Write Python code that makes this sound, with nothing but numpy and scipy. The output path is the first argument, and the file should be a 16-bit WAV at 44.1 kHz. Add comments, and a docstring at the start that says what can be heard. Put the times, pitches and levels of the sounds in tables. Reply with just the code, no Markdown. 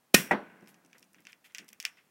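"""A cork shoots out of a bottle on a wooden deck among tall trees, in still air.
First the pop: a pressure pulse, a jet of gas, the ringing neck and a dull echo.
A moment later the cork thuds against wood; both bangs die away in the forest.
Faint knocks, sharp ticks and soft patters follow, as of small things dropping on the boards.
Each sharp sound leaves a thin glassy ring."""
import sys
import numpy as np
from scipy import signal
from scipy.io import wavfile
from scipy.ndimage import uniform_filter1d

SR = 44100
rng = np.random.default_rng(int(sys.argv[2]) if len(sys.argv) > 2 else 0)


def file_out(sig):
    """Save sig as 16-bit WAV at sys.argv[1]."""
    # one column per channel
    cols = np.atleast_2d(sig).T
    # limit, then scale
    lim = np.clip(cols, -1, 1)
    pcm = np.round(lim * 32767).astype(np.int16)
    wavfile.write(sys.argv[1], SR, pcm)


N = 92610
TIME_S = np.arange(N) / SR
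BANDS_HZ = 31.25 * 2 ** (np.arange(28) / 3)

# outdoor air: (frequency [Hz], third-octave level [dB])
AIR_SPECTRUM = [(30, -114), (80, -103), (180, -83), (400, -86), (900, -83.5), (1800, -84.5), (4000, -87.5),
                (8000, -85), (13000, -84), (15500, -83)]
# decay among the trees: (frequency [Hz], t60 [s])
FOREST_DECAY = [(60, 0.61), (200, 2.2), (500, 1.7), (1600, 1.5), (2800, 1.0), (5700, 0.37), (15000, .45)]
# soft patters: (time [s], hold [s], level [dB], tilt [dB/octave])
PATTER_EVENTS = [(0.677, 0.014, -63.5, 7.5), (0.944, .018, -69, -9), (1.18, 0.0052, -67, -3),
                 (1.284, 0.015, -59.5, 0.5), (1.441, 0.018, -60, 3.5), (1.494, 0.011, -65.5, -2.5),
                 (1.624, 0.019, -71.5, -9.5), (1.679, 0.008, -63, 5), (1.835, 0.013, -56, -5),
                 (1.968, .018, -63, -2.5)]
# patter colour: (frequency [Hz], third-octave level [dB])
PATTER_SPECTRUM = [(300, -40.5), (1100, -21), (1800, -3.5), (2900, -4), (4200, -17), (5600, -15.5),
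                   (8000, -17.5), (12000, -16.5), (16000, -25)]
# knocks on wood: (time [s], level [dB])
KNOCK_EVENTS = [(.620, -46.5), (.845, -56.5), (1.16, -58), (1.195, -59.5), (1.244, -63), (1.305, -70),
                (1.59, -50.5), (1.617, -53.5), (1.701, -58), (1.0, -58.5)]
# knocked wood: (frequency [Hz], level [dB], t60 [s])
KNOCK_BANDS = [(60, -54, .1), (94.7, -47, .15), (143, -15, 0.16), (208, -15.5, .4), (350, -10.5, 0.13),
               (700, -21.5, 0.11), (1500, -27, .1), (4000, -33, 0.061)]
# sharp ticks: (time [s], level [dB], tilt [dB/octave], scatter offset [dB])
TICK_EVENTS = [(0.661, -54, -3, -8), (0.6742, -40, 2.5, -6), (0.7433, -44.5, 2, 1), (0.8487, -49, 5.5, -1),
               (0.9304, -39, -2.5, -0.5), (0.9824, -48.5, 11.5, 4), (.995, -56.5, 16, -5),
               (1.0278, -38.5, 2.5, -0.5), (1.1327, -59, 18, -2), (1.1455, -40, -5.5, -2.5),
               (1.205, -59, 16.5, -3), (1.2523, -38, -1, 0), (1.2696, -30, -3.5, -3), (1.322, -49, 9, 2),
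               (1.3301, -34.5, -4, -6), (1.522, -54, 7, -17), (1.5481, -21.5, 0.5, 1.5),
               (1.575, -50, 14, -8), (1.5834, -23, 1.5, 4), (1.6455, -56.5, 12, -3), (1.682, -48, 13, 7),
               (1.6896, -38, 10.5, -8), (1.703, -46, 3, -14), (1.7286, -44, -7, 2.5), (1.731, -41, 13, -9),
               (1.747, -66, 12, -11), (1.8011, -21, 4.5, 1), (1.8269, -29, 3.5, -3.5),
               (1.8519, -9, .5, -1.5)]
# ring of a tiny contact: (nominal frequency [Hz], level [dB], t60 [s])
CONTACT_MODES = [(1760, -12.5, 0.0049), (2570, -6.5, 0.0069), (2943, -10, 0.0047), (5620, -6.5, 0.0039),
                 (8000, -13.5, 0.0031), (11400, -13, 0.0013)]
# tick scatter off the deck: (frequency [Hz], level [dB], t60 [s])
TICK_REFLECTIONS = [(300, -63.5, 0.05), (1060, -56.5, 0.33), (1660, -36.5, 0.16), (2730, -26, 0.098),
                    (4040, -34.5, 0.054), (5400, -27.5, 0.061), (7400, -41, 0.12), (11800, -54, 0.18),
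                    (16000, -45.5, 0.088)]
# wood struck by the cork: (frequency [Hz], level [dB], t60 [s])
WOOD_MODES = [(207.6, -38, 0.26), (341, -34, 0.3), (437, -29.5, 0.12), (603, -22, 0.077), (775, -21, .1),
              (935, -23.5, 0.098), (1144, -29, 0.076), (1640, -22.5, .09), (1933, -15.5, .07),
              (2510, -31.5, 0.094), (1497, -49, 0.86), (1630, -61, 1.5)]
# thud scatter: (frequency [Hz], near level [dB], near t60 [s], far level [dB])
THUD_REFLECTIONS = [(45, -63, .25, -100), (100, -62, .25, -80), (143, -50.5, 0.22, -69),
                    (200, -31, 0.25, -56.5), (351, -37, 0.31, -74.5), (750, -29.5, 0.23, -61),
                    (1250, -33, 0.24, -64.5), (1760, -25.5, 0.16, -61.5), (2760, -38, .15, -74),
                    (3900, -52, 0.24, -68.5), (6000, -50.5, 0.094, -82), (8900, -46.5, 0.06, -68.5),
                    (15260, -64.5, .12, -93.5)]
# escaping gas: (frequency [Hz], third-octave level [dB])
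JET_SPECTRUM = [(40, -41), (90, -43.5), (200, -28.5), (500, -29.5), (900, -36.5), (1400, -26), (2500, -19),
                (4000, -19.5), (5700, -16.5), (9000, -21), (13000, -18.5), (16000, -21.5)]
# opened bottle: (frequency [Hz], level [dB], t60 [s])
BOTTLE_MODES = [(385, -25, .09), (1078, -23.5, 0.049), (1465, -21.5, 0.093), (1842, -14.5, .1),
                (2500, -13, .07), (3655, -22, .055), (4110, -19.5, 0.04), (5420, -21.5, 0.08),
                (5700, -17.5, .028), (8830, -20.5, .06), (13200, -26, .05)]
# pop scatter: (frequency [Hz], near level [dB], near t60 [s], far level [dB])
POP_REFLECTIONS = [(50, -62.5, 0.16, -96), (97, -54.5, 0.16, -85.5), (152, -36.5, 0.35, -61.5),
                   (230, -38, 0.34, -60), (497, -39.5, 0.24, -59.5), (960, -43.5, 0.24, -63.5),
                   (1760, -31.5, 0.25, -52.5), (2600, -24, 0.19, -50.5), (4200, -37, 0.22, -65.5),
                   (5700, -32, .2, -54.5), (8000, -32.5, 0.25, -61), (15000, -33, 0.28, -64)]


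def from_db(db):
    """Decibels to gain."""
    return 10 ** (np.asarray(db) / 20)


def at_hz(table, hz):
    """Table columns interpolated over log frequency."""
    table_hz, *columns = np.transpose(table)
    return [np.interp(np.log(hz), np.log(table_hz), column) for column in columns]


def decay(t, t60_s):
    """Unity until t = 0, then 60 dB down per t60_s."""
    return np.exp(-np.log(1000) * np.maximum(t, 0) / t60_s)


def onset(t, rise_s):
    """Smooth rise from t = 0."""
    return 1 - np.exp(-(np.maximum(t, 0) / rise_s) ** 2)


def add(out, time_s, sound):
    """Mixes a sound in at time_s."""
    start = int(time_s * SR)
    out[start:start + len(sound)] += sound[:N - start]


def band_noises():
    """Independent third-octave noises, rms 1 each."""
    edges, settle = 2 ** (np.array([-1, 1]) / 6), SR // 2
    filters = [signal.butter(3, hz * edges, "band", fs=SR, output="sos") for hz in BANDS_HZ]
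    bands = np.array([signal.sosfilt(sos, rng.standard_normal(N + settle))[settle:] for sos in filters])
    return bands / bands.std(axis=1, keepdims=True)


def shaped(bands, gain_at):
    """Random stretch of the bands, summed under a gain or envelope per frequency."""
    gains = np.array([np.atleast_1d(gain_at(hz)) for hz in BANDS_HZ])
    length = gains.shape[1] if gains.shape[1] > 1 else N
    stretch = bands.take(rng.integers(N) + np.arange(length), axis=1, mode="wrap")
    return (stretch * gains).sum(axis=0)


def ring(modes, t, tilt_db_oct=0):
    """Struck modes, signs alternating, tilted about 4 kHz."""
    out = np.zeros(len(t))
    for k, (hz, db, t60_s) in enumerate(modes):
        gain = (-1) ** k * from_db(db + tilt_db_oct * np.log2(hz / 4000))
        out += gain * decay(t, t60_s) * np.sin(2 * np.pi * hz * t)
    return out


def puff(t, hz, width_s, db):
    """Short swing of air pressure centred on t = 0."""
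    return from_db(db) * np.exp(-.5 * (t / width_s) ** 2) * np.cos(2 * np.pi * hz * t)


def air():
    """Still outdoor air: faint steady noise."""
    return shaped(band_noises(), lambda hz: from_db(at_hz(AIR_SPECTRUM, hz)[0]))


def scatter(bands, table, rise_s):
    """Dense near reflections off deck and walls, plus the long tail from the trees."""
    def envelope(hz):
        near_db, near_t60_s, far_db = at_hz(table, hz)
        near = from_db(near_db) * decay(TIME_S, near_t60_s)
        far = from_db(far_db) * decay(TIME_S, at_hz(FOREST_DECAY, hz)[0])
        return onset(TIME_S, rise_s) * np.hypot(near, far)
    return shaped(bands, envelope)


def glassy_ring(drive, hz=5650, width_hz=750):
    """Close high resonances, perhaps glassware on the table, ring along."""
    bandpass = signal.butter(2, [hz - width_hz / 2, hz + width_hz / 2], "band", fs=SR, output="sos")
    tail = rng.standard_normal(SR) * decay(TIME_S[:SR], t60_s=.38)
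    response = signal.sosfilt(bandpass, tail / np.linalg.norm(tail))
    return from_db(-17) * signal.fftconvolve(drive, response)[:N]


def patters(bands):
    """Soft grainy clusters of contacts too small to tell apart."""
    out, t = np.zeros(N), TIME_S[:SR // 4]
    for time_s, hold_s, db, tilt_db_oct in PATTER_EVENTS:
        grain = uniform_filter1d(rng.standard_normal(len(t)), size=40)
        grain_db = grain / grain.std()
        swell = onset(t, rise_s=.0025) * decay(t - hold_s, t60_s=.15) * from_db(db + grain_db)
        def envelope(hz):
            return swell * from_db(at_hz(PATTER_SPECTRUM, hz)[0] + tilt_db_oct * np.log2(hz / 3000))
        add(out, time_s, shaped(bands, envelope))
    return out


def knocks(bands):
    """Faint dull knocks on wood: noise decaying band by band."""
    out, t = np.zeros(N), TIME_S[:SR // 2]
    def body(hz):
        band_db, t60_s = at_hz(KNOCK_BANDS, hz)
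        return from_db(band_db) * decay(t, t60_s) * onset(t, rise_s=.0031)
    for time_s, db in KNOCK_EVENTS:
        add(out, time_s, from_db(db) * shaped(bands, body))
    return out


def contact(tilt_db_oct):
    """One tiny hard contact: brief modes, each randomly detuned."""
    detune = np.exp(.079 * rng.uniform(-.81, 1, len(CONTACT_MODES)))
    modes = [(hz * ratio, db, t60_s) for (hz, db, t60_s), ratio in zip(CONTACT_MODES, detune)]
    return ring(modes, TIME_S[:SR // 20], tilt_db_oct)


def specks(count=18, from_s=.56, to_s=1.25, max_db=-51.5, spread_db=9):
    """Faint contacts falling at random."""
    out = np.zeros(N)
    for when, faintness, brightness in rng.random(size=(count, 3)):
        speck = from_db(max_db - spread_db * faintness) * contact(tilt_db_oct=11 * brightness)
        add(out, from_s + when * (to_s - from_s), speck)
    return out


def ticks(bands, far_db=-34):
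    """Sharp contacts, each scattered by deck and trees."""
    out, t = np.zeros(N), TIME_S[:SR // 2]
    for time_s, db, tilt_db_oct, scatter_db in TICK_EVENTS:
        def envelope(hz):
            band_db, t60_s = at_hz(TICK_REFLECTIONS, hz)
            tail = decay(t, t60_s) + from_db(far_db) * decay(t, at_hz(FOREST_DECAY, hz)[0])
            return from_db(band_db + scatter_db + tilt_db_oct * np.log2(hz / 4000)) * tail
        add(out, time_s, from_db(db) * contact(tilt_db_oct))
        add(out, time_s, from_db(db) * onset(t, rise_s=.001) * shaped(bands, envelope))
    return out


def thud(bands, time_s=.3092):
    """The cork hits wood: ringing modes and their scatter."""
    out = np.zeros(N)
    wood = ring(WOOD_MODES, TIME_S) * onset(TIME_S, rise_s=.0012)
    add(out, time_s, wood + scatter(bands, THUD_REFLECTIONS, rise_s=.0022))
    return out


def pop(bands, time_s=.1443, echo_s=.199, jet_rise_s=.001, jet_hold_s=.0043, neck_hz=195):
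    """The cork leaves: gas jets out, the air in the neck springs back and forth, the bottle rings."""
    t = TIME_S - time_s
    flow = np.exp(np.minimum(t, 0) / jet_rise_s) * decay(t - jet_hold_s, t60_s=.02)
    jet = flow * shaped(bands, lambda hz: from_db(at_hz(JET_SPECTRUM, hz)[0]))
    pulse = puff(t, hz=450, width_s=.0008, db=-5.5)
    neck_envelope = from_db(-12) * onset(t, rise_s=.002) * decay(t, t60_s=.055)
    neck = -neck_envelope * np.sin(2 * np.pi * neck_hz * t)
    echo = puff(TIME_S - echo_s, hz=200, width_s=.005, db=-33)  # probably off a house wall
    bottle = ring(BOTTLE_MODES, TIME_S) * onset(TIME_S, rise_s=.0015)
    out = jet + pulse + neck + echo
    add(out, time_s, bottle + scatter(bands, POP_REFLECTIONS, rise_s=.012))
    return out


def scene():
    """Pop, thud and small sounds over quiet air; mono."""
    bands = band_noises()
    background = air()
    bangs = pop(bands) + thud(bands) + knocks(bands)
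    bass_cut = signal.butter(3, 450, "high", fs=SR, output="sos")  # small things radiate no bass
    small = signal.sosfilt(bass_cut, patters(bands) + ticks(bands) + specks())
    glass = glassy_ring(bangs + from_db(-5) * small)
    return (background + glass + small + bangs)[None]


def record(dry, ceiling=.8, cutoff_hz=15900):
    """The pop overloads the microphone: soft clip, then steep low-pass."""
    clipped = ceiling * np.tanh(dry / ceiling)
    return signal.sosfilt(signal.cheby1(12, .2, cutoff_hz, fs=SR, output="sos"), clipped)


dry = scene()
out = record(dry)
file_out(out)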